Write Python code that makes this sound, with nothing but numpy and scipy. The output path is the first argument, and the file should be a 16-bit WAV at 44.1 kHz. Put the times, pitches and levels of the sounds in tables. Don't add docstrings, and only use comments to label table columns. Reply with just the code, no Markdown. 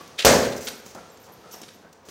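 import sys
import numpy as np
from scipy import signal
from scipy.fft import rfft, irfft
from scipy.io import wavfile

SR = 44100
rng = np.random.default_rng(int(sys.argv[2]) if len(sys.argv) > 2 else 0)


def store_wav(level_fs):
    pcm = np.round(np.clip(np.atleast_2d(level_fs), -1, 1) * 32767)
    wavfile.write(sys.argv[1], SR, pcm.T.astype(np.int16))


N = 92610
T = np.arange(N) / SR
BIN_HZ = np.arange(N // 2 + 1) * SR / N
PUNCH_S, ROOM_DELAY_S = .2484, .014


def amp(db):
    return 10 ** (np.asarray(db) / 20)

def unit_rms(x):
    return x / np.sqrt(np.mean(x ** 2) + 1e-20)

def at_hz(curve, hz):
    freqs, values = np.transpose(curve)
    return np.interp(np.log(hz + 1e-9), np.log(freqs), values)

def colour(x, eq):
    skirt = np.minimum(BIN_HZ / eq[0][0], 1) ** 2
    return unit_rms(irfft(rfft(x) * amp(at_hz(eq, BIN_HZ)) * skirt, N))

def fade(t, t60):
    return np.exp(-np.log(1000) * np.minimum(np.maximum(t, 0) / t60, 10))

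def burst(start, length, attack, t60):
    return np.clip((T - start) / attack, 0, 1) * fade(T - start - length, t60)

def bursts(cues, attack=.0023, t60=.036):
    return sum(amp(db) * burst(start, length, attack, t60) for start, length, db in cues)

def friction(eq, per_s, hiss):
    snaps = (rng.random(N) < per_s / SR) * rng.choice([-1, 1], N) * rng.uniform(.99, 1, N)
    return colour(unit_rms(snaps) + hiss * rng.standard_normal(N), eq)

def ring(modes, start):
    t = np.maximum(T - start, 0)
    return sum(amp(db) * np.sin(2 * np.pi * hz * t) * fade(t, t60) for hz, db, t60 in modes)

def rubbed_mode(hz, width):
    radius = np.exp(-np.pi * width / SR)
    feedback = [1, -2 * radius * np.cos(2 * np.pi * hz / SR), radius ** 2]
    return unit_rms(signal.lfilter([1, 0, -1], feedback, rng.standard_normal(N)))


# (frequency [Hz], lift above the valleys [dB], width [Hz])
ROOM_PEAKS = [(171, 5.5, 29), (214.4, 4.5, 16), (445, 3.5, 23), (518, 6, 19), (730, 5, 24), (823, -0.5, 30),
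              (957, 1, 59)]
def standing_waves(x, valley_db=-2):
    lift_db = sum(db / (1 + (2 * (BIN_HZ - hz) / width) ** 2) for hz, db, width in ROOM_PEAKS)
    return irfft(rfft(x) * amp(valley_db + lift_db), N)

# (frequency [Hz], gain [dB])
ROOM_TONE_EQ = [(30, -17), (87, -1), (195, -4.5), (394, -0.5), (485, 2), (597, -3), (905, -3),
                (2700, -16.5), (6200, -21.5), (10400, -41), (15000, -29.5)]
# (time [s], level [dB])
ROOM_TONE_RIDE = [(0, -48.5), (1.0, -50), (1.4, -50), (1.75, -56.5), (2.0, -54.5), (2.1, -48.5)]
def room_tone():
    level = amp(np.interp(T, *np.transpose(ROOM_TONE_RIDE)))
    return level * standing_waves(colour(rng.standard_normal(N), ROOM_TONE_EQ))

# (frequency [Hz], gain [dB])
CLOTH_EQ = [(900, -0.5), (2500, 1), (6200, 1), (7500, -6), (9500, -8.5), (13000, -16)]
# (time [s], level [dB])
CLOTH_RIDE = [(0, -50.5), (.15, -56), (.8, -60.5), (1.0, -55), (1.15, -59), (1.25, -60.5), (1.42, -59),
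              (1.6, -52.5), (1.75, -57), (1.87, -65), (2.1, -76)]
def clothes():
    level = amp(np.interp(T, *np.transpose(CLOTH_RIDE)))
    return level * friction(CLOTH_EQ, per_s=240, hiss=3.6)

# (frequency [Hz], t60 [s])
REVERB_DECAY = [(50, 0.96), (120, 0.7), (250, 1), (500, 0.81), (900, 0.68), (1800, 0.73), (3500, 0.56),
                (6500, 0.53), (10000, 0.41), (15000, 0.72)]
def reverb_tail(start, eq):
    white = rfft(rng.standard_normal(N))
    edges = np.geomspace(40, 18000, 33)
    tail = 0
    for low, high in zip(edges, edges[1:]):
        centre = np.sqrt(low * high)
        build_s = .0013 + 1.4 / centre
        band = irfft(white * (BIN_HZ >= low) * (BIN_HZ < high), N)
        band *= burst(start + ROOM_DELAY_S, 0, build_s, at_hz(REVERB_DECAY, centre))
        impulse_share = np.sqrt(2 * (high - low) / SR / N)
        tail += unit_rms(band) * amp(at_hz(eq, centre)) * impulse_share
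    return tail

# (frequency [Hz], gain [dB])
FOLEY_REVERB_EQ = [(100, 2.5), (500, -2.5), (1500, -0.5), (3500, -6.5), (6500, -2), (11000, -4),
                   (15000, -8)]
def foley_reverb(foley):
    return standing_waves(signal.fftconvolve(foley, reverb_tail(0, FOLEY_REVERB_EQ))[:N])

# (time [s], length [s], level [dB], rasp pitch [Hz])
SCUFFS = [(.001, 0.0098, -39, 1115), (0.951, 0.042, -43.5, 1360), (1.275, 0.053, -51, 910),
          (1.432, 0.051, -51.5, 1265), (1.532, 0.017, -42, 940), (1.553, 0.053, -53, 826),
          (1.82, 0.062, -54, 1520)]
# (frequency [Hz], gain [dB])
GRIT_EQ = [(180, 5.5), (280, 2), (500, 10.5), (900, 4.5), (1400, -3), (2200, -9.5), (6000, -31)]
def shoes(attack=.011, t60=.044):
    grit = friction(GRIT_EQ, per_s=640, hiss=.51)
    slides = 0
    for start, length, db, hz in SCUFFS:
        rasp = amp(-5) * rubbed_mode(hz, width=110)
        slides += amp(db) * burst(start, length, attack, t60) * (grit + rasp)
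    pivot = amp(-58) * burst(1.44, .078, attack, t60) * rubbed_mode(hz=1326, width=40)
    return slides + pivot

# (time [s], length [s], level [dB])
KNOCKS = [(.862, 0.003, -42), (.949, 0.0035, -35), (1.615, 0.0015, -40.5), (1.632, 0.0024, -45.5),
          (1.745, 0.07, -55), (2.085, 0.006, -44.5)]
# (frequency [Hz], gain [dB])
KNOCK_EQ = [(150, -3), (220, 13.5), (500, 4.5), (1000, 1), (3000, -33)]
def knocks():
    return bursts(KNOCKS, attack=.00062, t60=.039) * friction(KNOCK_EQ, per_s=3700, hiss=.93)

# (time [s], length [s], level [dB])
CRINKLES = [(.076, 0.0033, -48.5), (.562, 0.022, -40), (.607, 0.057, -41), (.852, 0.064, -51),
            (.862, 0.0011, -44), (.948, 0.0032, -42.5), (1.172, 0.0033, -51), (1.235, 0.033, -55),
            (1.51, 0.044, -47.5), (1.615, 0.002, -40), (1.632, 0.0031, -55), (1.927, 0.0043, -50.5),
            (2.05, 0.034, -57), (2.086, 0.012, -49)]
# (frequency [Hz], gain [dB])
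CRINKLE_EQ = [(1500, -1.5), (4000, -0.5), (6300, 8), (9000, -4), (12000, -6), (15500, -3.5)]
def bag_cover():
    return bursts(CRINKLES, attack=.0011) * friction(CRINKLE_EQ, per_s=3300, hiss=.64)

# (time [s], length [s], level [dB])
SQUEAKS = [(1.529, .014, -46), (1.616, 0.0058, -45)]
# (frequency [Hz], relative level [dB], width [Hz])
SWIVEL_MODES = [(3020, -5, 90), (5580, 4, 77), (5850, -4, 120)]
def swivel():
    squeal = unit_rms(sum(amp(db) * rubbed_mode(hz, width) for hz, db, width in SWIVEL_MODES))
    ping = ring([(7470, -47, .036)], start=1.102)
    return bursts(SQUEAKS) * squeal + ping

# (time [s], length [s], level [dB])
CREAKS = [(.425, 0.041, -36), (.518, 0.015, -38), (.669, 0.017, -29.5), (1.631, 0.0028, -39),
          (1.681, 0.01, -47.5), (2.085, 0.0058, -44)]
# (frequency [Hz], gain [dB])
CREAK_EQ = [(350, -47), (600, -14), (1040, -10.5), (1560, -7), (2640, -7), (3650, -2), (11600, -17.5),
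            (15000, -47)]
def hanger():
    return bursts(CREAKS) * friction(CREAK_EQ, per_s=600, hiss=1)

# (time [s], length [s], relative level [dB], shimmer mix [dB])
CLINKS = [(.001, .03, -59, -20), (.26, 0.018, -27, -13), (.305, 0.042, -40, -13), (0.646, .014, -46, -1),
          (0.68, 0.013, -44, -12), (0.719, .012, -56, -14), (0.774, 0.016, -58, -12),
          (1.115, 0.014, -59, -12), (1.196, 0.033, -58, -10), (1.319, 0.012, -48.5, -22),
          (1.518, 0.017, -45, -12), (1.555, 0.039, -58, -13), (1.728, 0.025, -64, -22)]
# (frequency [Hz], relative level [dB], width [Hz])
LINK_MODES = [(10220, -19, 90), (13020, -3, 29)]
def chain(trim_db=.5):
    tone = sum(amp(db) * rubbed_mode(hz, width) for hz, db, width in LINK_MODES)
    shimmer = rubbed_mode(hz=14950, width=120)
    clinks = 0
    for start, length, db, shimmer_db in CLINKS:
        level = amp(db + trim_db) * burst(start, length, attack=.0037, t60=.092)
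        clinks += level * (tone + amp(shimmer_db) * shimmer)
    return clinks

def low_bump():
    return ring([(77.5, -30, .2), (194, -21, .2)], start=.345)

# (time [s], length [s], level [dB])
FLAPS = [(.176, 0.012, -40.5), (.181, 0.0081, -38.5), (.186, 0.0064, -21.5), (.195, 0.016, -27.5),
         (.216, 0.011, -30)]
# (frequency [Hz], gain [dB])
SLEEVE_EQ = [(200, -20.5), (480, -4), (900, -17.5), (1600, -5), (2700, 1.5), (3700, 2), (5200, -5),
             (8200, -13), (11000, -21.5), (15000, -25.5)]
def sleeve():
    return bursts(FLAPS, attack=.0078, t60=.037) * friction(SLEEVE_EQ, per_s=1300, hiss=1.8)

# (delay [s], level [dB])
ECHOES = [(.0148, -3), (.0183, -7.5)]
def echoes(x, cutoff_hz=1600):
    dull = signal.sosfilt(signal.butter(1, cutoff_hz, fs=SR, output="sos"), x)
    return sum(amp(db) * np.interp(T - delay, T, dull, left=0) for delay, db in ECHOES)

# (frequency [Hz], relative level [dB], t60 [s])
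BOOM_MODES = [(148, -29, .8), (229, -23, .85), (248, -24, .85), (280, -25, .85), (346, -20, .45),
              (379, -19.5, .6), (426, -16, .6), (501, -14, .72), (559, -12, .58), (628, -18, .6),
              (726, -16.5, .55), (759, -21.5, .55), (918, -23, .55), (1007, -19.5, .45), (1483, -21.5, .5),
              (1602, -26, .6)]
# (frequency [Hz], gain [dB])
PUNCH_REVERB_EQ = [(50, 24), (85, 28), (130, 34), (190, 32), (250, 36.5), (320, 29), (480, 40), (680, 38),
                   (830, 27), (1000, 30.5), (1250, 26.5), (1600, 30), (2200, 25), (3200, 20.5),
                   (4400, 23.5), (6700, 25.5), (10000, 12), (15000, 7)]
def room_boom(trim_db=-4, build_s=.031):
    start = PUNCH_S + ROOM_DELAY_S
    swell = 1 - np.exp(-np.maximum(T - start, 0) / build_s)
    return amp(trim_db) * swell * ring(BOOM_MODES, start) + reverb_tail(PUNCH_S, PUNCH_REVERB_EQ)

# (frequency [Hz], level [dB], t60 [s])
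BAG_MODES = [(58, -42.5, .3), (81, -41, 0.13), (119, -24.5, 0.19), (241, -46, 0.15), (455, -12.5, 0.18),
             (555.6, -10, 0.098), (710, -14, 0.088), (1000, -19, 0.047), (1360, -25.5, 0.077)]
# (frequency [Hz], gain [dB])
SLAP_EQ = [(300, 5), (900, -1), (1600, -7.5), (2500, -3.5), (4200, -1.5), (6800, -2), (9500, -12),
           (12000, -11.5), (16000, -10)]
def punch(push_s=.0004):
    push = amp(-6) * np.sin(np.pi * np.clip((T - PUNCH_S) / push_s, 0, 1)) ** 2
    thud = ring(BAG_MODES, PUNCH_S)
    contact_s = PUNCH_S + .00068
    crack = amp(-11) * burst(contact_s, length=0, attack=.0001, t60=.011)
    slap = amp(-11) * burst(contact_s, length=.0097, attack=.00021, t60=.025)
    return push + thud + (crack + slap) * friction(SLAP_EQ, per_s=3200, hiss=1)


def scene():
    hit = punch()
    foley = sleeve() + hanger() + bag_cover() + knocks() + shoes() + chain() + swivel()
    room = echoes(hit) + room_boom() + foley_reverb(foley)
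    return (hit + low_bump() + foley + room + clothes() + room_tone())[None]

def record(dry, ceiling=1.1):
    low_cut = signal.butter(8, 46, "high", fs=SR, output="sos")
    high_cut = signal.cheby2(16, 70, 16600, fs=SR, output="sos")
    saturated = ceiling * np.tanh(signal.sosfilt(low_cut, dry) / ceiling)
    return signal.sosfilt(high_cut, saturated)


dry = scene()
out = record(dry)
store_wav(out)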